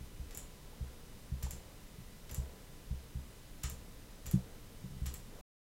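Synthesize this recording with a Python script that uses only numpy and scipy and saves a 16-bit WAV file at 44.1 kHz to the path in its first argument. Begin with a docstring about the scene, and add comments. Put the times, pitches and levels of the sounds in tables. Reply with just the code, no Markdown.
"""A computer mouse is clicked six times on a wooden desk in a small, quiet room.
Each press and release snaps the switch, which rings its spring and rattles the plastic shell.
The mouse rubs softly over the desk; hand and mouse bump the wood, whose boom travels up the
microphone stand. Under it lie room rumble, hiss and a thin whine, until the sound is switched off."""
import sys
import numpy as np
from scipy import signal
from scipy.fft import rfft, irfft
from scipy.io import wavfile

SR = 44100
rng = np.random.default_rng(int(sys.argv[2]) if len(sys.argv) > 2 else 0)


def materialize(psi):
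    """Save the field psi as 16-bit PCM at rate SR to the path in sys.argv[1].

    A 1-D psi becomes a single channel; in a 2-D psi each row is a channel.
    """
    bounded = np.clip(np.atleast_2d(psi).T, -1, 1)
    quanta = np.round(bounded * 32767).astype(np.int16)
    wavfile.write(sys.argv[1], SR, quanta)


N = 247489
TOP_HZ = 16000  # upper edge of the sound

# Levels are relative. A colour says how strong low and high pitches are. A fade is the time to drop 60 dB.
# colour of the room rumble and hiss: f/Hz, level/dB
BACKGROUND_COLOUR = [(8.8, -37), (15, 1.5), (30, -1.5), (54, -10.5), (112, -12), (134, -13.3), (184, -15),
                     (250, -17.5), (321, -23), (469, -21.5), (726, -30), (891, -30), (1900, -33),
                     (3030, -34), (9190, -37.5), (16000, -41.5)]
# lone steady tones: f/Hz, level/dB
HUM_TONES = [(300, -74.5), (3666, -80.5)]
# strength along the overtones of the electronic whine: f/Hz, level/dB
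WHINE_COLOUR = [(1000, -78), (5000, -82), (8000, -90), (11500, -80.5), (15000, -84)]

# hand or mouse bumps the desk: t/s, level/dB, softness/s, frame sway/dB
DESK_BUMPS = [ (.002, -41, .0015, -.5), (.1893, -35.5, .0024, -3), (.8033, -31.5, .0022, -4),
              (1.3138, -29.5, .0014, -1), (1.9797, -42.5, .00066, -10), (2.3745, -28, .0019, -3),
              (2.9024, -29, .0012, 3.5), (3.1466, -32, .0016, -2), (4.3351, -17.5, .000078, -8),
              (4.8377, -35.5, .00015, -5), (5.0107, -30, .0016, -1)]
# a click pushes the desk, then it springs back: delay/s, level change/dB, softness/s, frame sway/dB
PRESS_THUD, RELEASE_THUD = (-.0005, 0, .0014, 3), (.018, -8.5, .0007, 3)
# tones of the frame (microphone stand and whole desk top): f/Hz, level/dB, fade/s
FRAME_TONES = [(66.1, 3.5, 0.34), (40, -3.5, 0.13)]
# tones of the wooden panel before the hand stills it: f/Hz, level/dB, fade/s
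PANEL_TONES = [(128.1, 8.5, 0.28), (186.9, 10, 0.24), (205, 4, .05), (312, -5, 0.13), (368, -9.5, 0.064)]

# slides of the mouse over the desk: t/s, length/s, level/dB
SLIDES = [(.27, .28, -64), (.58, .75, -65), (1.35, .5, -63), (2.24, .46, -60.5), (3.62, .4, -66),
          (4.22, .45, -61.5), (5.3, .22, -60)]
# colour of the rubbing mouse feet: f/Hz, level/dB
RUB_COLOUR = [(100, -33.5), (280, -12.5), (430, 4), (560, 0), (700, -3.5), (900, -8), (1300, -13),
              (3000, -22), (16000, -41)]
# light finger taps on the mouse: t/s, level/dB, f/Hz, fade/s
FINGER_TAPS = [(.731, -56, 860, 0.059), (1.4664, -43, 890, 0.028)]

# button presses: finger lands t/s, switch closes t/s, landing/dB, force/dB, extra ring/dB, desk thud/dB
BUTTON_PRESSES = [ (.3080, .3475, -2.5, -4.5, 1.5, -49), (1.4258, 1.4290, 1.5, .3, -1, -30.5),
                  (2.2940, 2.3120, 0, -3, 0, -39), (3.6320, 3.6347, 0, 2.7, 1.5, -31),
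                  (4.2580, 4.2644, 0, -.7, 0, -38), (5.0580, 5.0630, 3.5, .3, -3, -36)]
# button releases: switch opens t/s, force/dB, extra ring/dB, factor on the spring's pitch
BUTTON_RELEASES = [(.3730, 0, 2, .985), (1.5077, 0, 1, 1), (2.3449, -.5, 1.5, .985), (3.6979, -2.5, 0, 1),
                   (4.3120, .5, -8, 1.06), (5.1400, -1, -2, 1.03)]
# base levels for each stage of a click: spring/dB, metal tick/dB, shell/dB
LANDING_DB, PRESS_DB, RELEASE_DB = (-62, -60, -49), (-44, -44.5, -54), (-45, -42, -49.5)
# tones of the switch spring: f/Hz, level/dB, fade/s
SPRING_TONES = [(5500, -15, .008), (6410, -12, 0.0072), (6880, -8.5, 0.01), (7366, -1, 0.012),
                (7700, -5.5, 0.01), (8140, -6.5, .008)]
# tones of the metal contact: f/Hz, level/dB, fade/s
CONTACT_TONES = [(10730, -4.5, .006), (11680, -1.5, 0.0068), (13100, -4.5, 0.0055), (14650, -5.5, .007),
                 (15550, -4.5, .007)]
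# colour of the bare snap, which has no pitch: f/Hz, level/dB
SNAP_COLOUR = [(3000, -29.5), (7000, 0.5), (11000, -3.5), (16000, -2.5)]
# colour of the rattling plastic shell: f/Hz, level/dB
SHELL_COLOUR = [(200, -6), (700, -4.5), (980, 0), (1330, .5), (1900, -.5), (3000, 1.5), (4500, -2),
                (5600, 1), (9000, -7.5), (16000, -13)]
# tones of the hollow mouse body: f/Hz, level/dB, fade/s
HOLLOW_TONES = [(1254, 0, .025), (1787, -3, .025), (2821, 0, .025), (6400, 5, .015)]

# colour of the room's echo: f/Hz, level/dB
ECHO_COLOUR = [(300, 5.5), (1500, 0), (5000, 1), (7400, 0), (10500, -3), (12000, -10), (16000, -14)]
# how long the echo lasts: f/Hz, fade/s
ECHO_FADE = [(300, 0.45), (2000, 0.24), (7500, 0.24), (15000, 0.25)]


def gain(db):
    """Turns decibels into a factor to multiply a sound by."""
    return 10 ** (np.asarray(db) / 20)


def look_up(table, hz):
    """Reads between the rows of a table, on a scale of musical pitch."""
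    row_hz, values = np.transpose(table)
    return np.interp(np.log(hz + 1), np.log(row_hz + 1), values)


def add(mix, start_s, sound):
    """Mixes a sound in at the given time."""
    part = mix[max(round(start_s * SR), 0):][:len(sound)]
    part += sound[:len(part)]


def noise(colour):
    """Steady noise of the given colour, with an average power of 1."""
    shape = gain(look_up(colour, np.fft.rfftfreq(N, 1 / SR)))
    hiss = irfft(rfft(rng.standard_normal(N)) * shape, N)
    return hiss / np.sqrt(np.mean(hiss ** 2))


def background(noise_db=-51.75, tones_db=-1, whine_hz=1000):
    """Room rumble and microphone hiss, with thin, slightly wavering tones from the electronics."""
    t = np.arange(N) / SR
    drift_times = np.linspace(0, t[-1], 120)
    whine = [(hz, look_up(WHINE_COLOUR, hz)) for hz in np.arange(whine_hz, TOP_HZ, whine_hz)]
    tones = 0
    for hz, db in HUM_TONES + whine:
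        drift = np.interp(t, drift_times, np.cumsum(.33 * rng.standard_normal(len(drift_times))))
        tones += gain(db) * np.sqrt(2) * np.sin(2 * np.pi * (hz * t + rng.random()) + drift)
    return gain(noise_db) * noise(BACKGROUND_COLOUR) + gain(tones_db) * tones


def ring(tones, t, pitch=1):
    """A struck object rings with fading tones; neighbours start in opposite directions."""
    return sum((-1) ** k * gain(db - 60 * t / fade_s) * np.sin(2 * np.pi * hz * pitch * t)
               for k, (hz, db, fade_s) in enumerate(tones))


def desk_blows(judder_s=4.9, spacing_s=.03):
    """Lists blows to the desk: t/s, level/dB, softness/s, sway/dB, direction (1 push, -1 ease off)."""
    for bump in DESK_BUMPS:
        yield *bump, -1
    for (_, press_s, *_, thud_db), (release_s, *_) in zip(BUTTON_PRESSES, BUTTON_RELEASES):
        yield *np.add(PRESS_THUD, [press_s, thud_db, 0, 0]), 1
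        yield *np.add(RELEASE_THUD, [release_s, thud_db, 0, 0]), -1
    for k, slip in enumerate(rng.uniform(-.1, .1, size=3)):  # the mouse judders over the desk
        yield judder_s + (k + slip) * spacing_s, -42, .0004, -2, 1


def desk_booms(settle_s=.066, settled_db=-13):
    """A soft push mostly sways the frame; a hard knock makes the wooden panel ring."""
    out, t = np.zeros(N), np.arange(SR // 2) / SR
    damping = gain(settled_db * (1 - np.exp(-(t / settle_s) ** 4)))  # the settling hand stills the panel
    frame, panel = ring(FRAME_TONES, t), damping * ring(PANEL_TONES, t)
    for start_s, peak_db, softness_s, sway_db, direction in desk_blows():
        force = t ** 3 * np.exp(-t / softness_s)
        boom = signal.fftconvolve(force, gain(sway_db) * frame - panel)[:len(t)]
        add(out, start_s, direction * gain(peak_db) * boom / abs(boom).max())
    return out


def rubs_and_taps(resting_db=-76):
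    """The mouse feet rub the desk in slides that swell and fade, and a finger taps the hollow body."""
    speed = np.zeros(N)
    for start_s, length_s, db in SLIDES:
        progress = np.linspace(0, 1, round(length_s * SR))
        add(speed, start_s, gain(db) * np.sin(np.pi * progress ** .7))  # speeds up faster than it slows
    out = np.hypot(speed, gain(resting_db)) * noise(RUB_COLOUR)  # between slides the hand barely creeps
    for start_s, db, hz, fade_s in FINGER_TAPS:
        add(out, start_s, ring([(hz, db, fade_s)], np.arange(SR // 8) / SR))
    return out


def burst(sound):
    """Gives any short sound the same energy: that of 2 ms at power 1."""
    return sound / np.linalg.norm(sound) * np.sqrt(.002 * SR)


def rattle(rise_s, fade_s, colour=((1, 0),), size=4096):
    """A quick flurry of tiny collisions makes a puff of noise in the given colour."""
    t = np.arange(size) / SR
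    envelope = (1 - np.exp(-t / rise_s)) * gain(-60 * t / fade_s)
    spectrum = rfft(rng.standard_normal(size) * envelope)
    spectrum /= abs(spectrum)  # make all pitches equally strong before colouring
    spectrum *= gain(look_up(colour, np.fft.rfftfreq(size, 1 / SR)))
    return burst(irfft(spectrum)[:size // 2])


def click_stages():
    """The finger lands, the switch closes, then it opens: t/s, spring/dB, tick/dB, shell/dB, pitch."""
    for land_s, press_s, land_db, force_db, ring_db, _ in BUTTON_PRESSES:
        yield land_s, *np.add(LANDING_DB, land_db), 1
        yield press_s, *(np.add(PRESS_DB, force_db) + [ring_db, 0, 0]), .97  # rings a little flat
    for release_s, force_db, ring_db, pitch in BUTTON_RELEASES:
        yield release_s, *(np.add(RELEASE_DB, force_db) + [ring_db, 0, 0]), pitch


def mouse_clicks(knock_db=-50.5, knock_growth=3.8):
    """The switch snaps and chatters, ringing its spring and contact and rattling the plastic shell."""
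    out, t = np.zeros(N), np.arange(2048) / SR
    shell = dict(rise_s=.0004, fade_s=.02, colour=SHELL_COLOUR)
    for start_s, spring_db, tick_db, shell_db, pitch in click_stages():
        chatter = rattle(rise_s=.0004, fade_s=.007)
        spring = burst(signal.fftconvolve(chatter, ring(SPRING_TONES, t, pitch)))
        tick = burst(signal.fftconvolve(chatter, ring(CONTACT_TONES, t)))
        snap = rattle(rise_s=.0006, fade_s=.017, colour=SNAP_COLOUR)
        add(out, start_s, gain(spring_db) * spring + gain(tick_db) * tick)
        add(out, start_s, gain(tick_db - 2) * snap + gain(shell_db) * rattle(**shell))
    # the button hits bottom just after the switch closes; this knock grows much faster than the force
    for _, press_s, _, force_db, *_ in BUTTON_PRESSES:
        knock = rattle(**shell) + gain(-6) * burst(ring(HOLLOW_TONES, t))
        add(out, press_s + .003, gain(knock_db + knock_growth * force_db) * knock)
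    return out


def room_echo(sound, bounce_s=.0058, bounce_db=-4, dull_hz=7000, tail_db=2, build_s=.007):
    """One slightly dull bounce off a near surface, then a wash of echoes whose low notes last longest."""
    hz, t, bands = signal.stft(rng.standard_normal(SR // 2), SR, nperseg=256)
    bands *= gain(-60 * t / look_up(ECHO_FADE, hz)[:, None]) * (1 - np.exp(-t / build_s))
    plain = signal.istft(bands, SR, nperseg=256)[1]
    coloured = signal.istft(bands * gain(look_up(ECHO_COLOUR, hz))[:, None], SR, nperseg=256)[1]
    echo = gain(tail_db) * coloured / np.linalg.norm(plain)
    bounce = signal.lfilter(*signal.butter(1, dull_hz, fs=SR), signal.unit_impulse(20))
    add(echo, bounce_s, gain(bounce_db) * bounce)
    return signal.fftconvolve(sound, echo)[:N]


def scene():
    """Clicks and rubbing reach the microphone through the air, bumps through the desk."""
    clicks = mouse_clicks()
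    return (clicks + room_echo(clicks) + rubs_and_taps() + desk_booms() + background())[None]


def record(dry):
    """Switches the sound off near the end and removes the very highest treble."""
    off_s = 5.412
    switched_on = np.clip((off_s - np.arange(N) / SR) / .002, 0, 1)
    treble_cut = signal.firwin(401, TOP_HZ, window=("kaiser", 9), fs=SR)
    return signal.oaconvolve(dry * switched_on, treble_cut[None], "same")


dry = scene()
out = record(dry)
materialize(out)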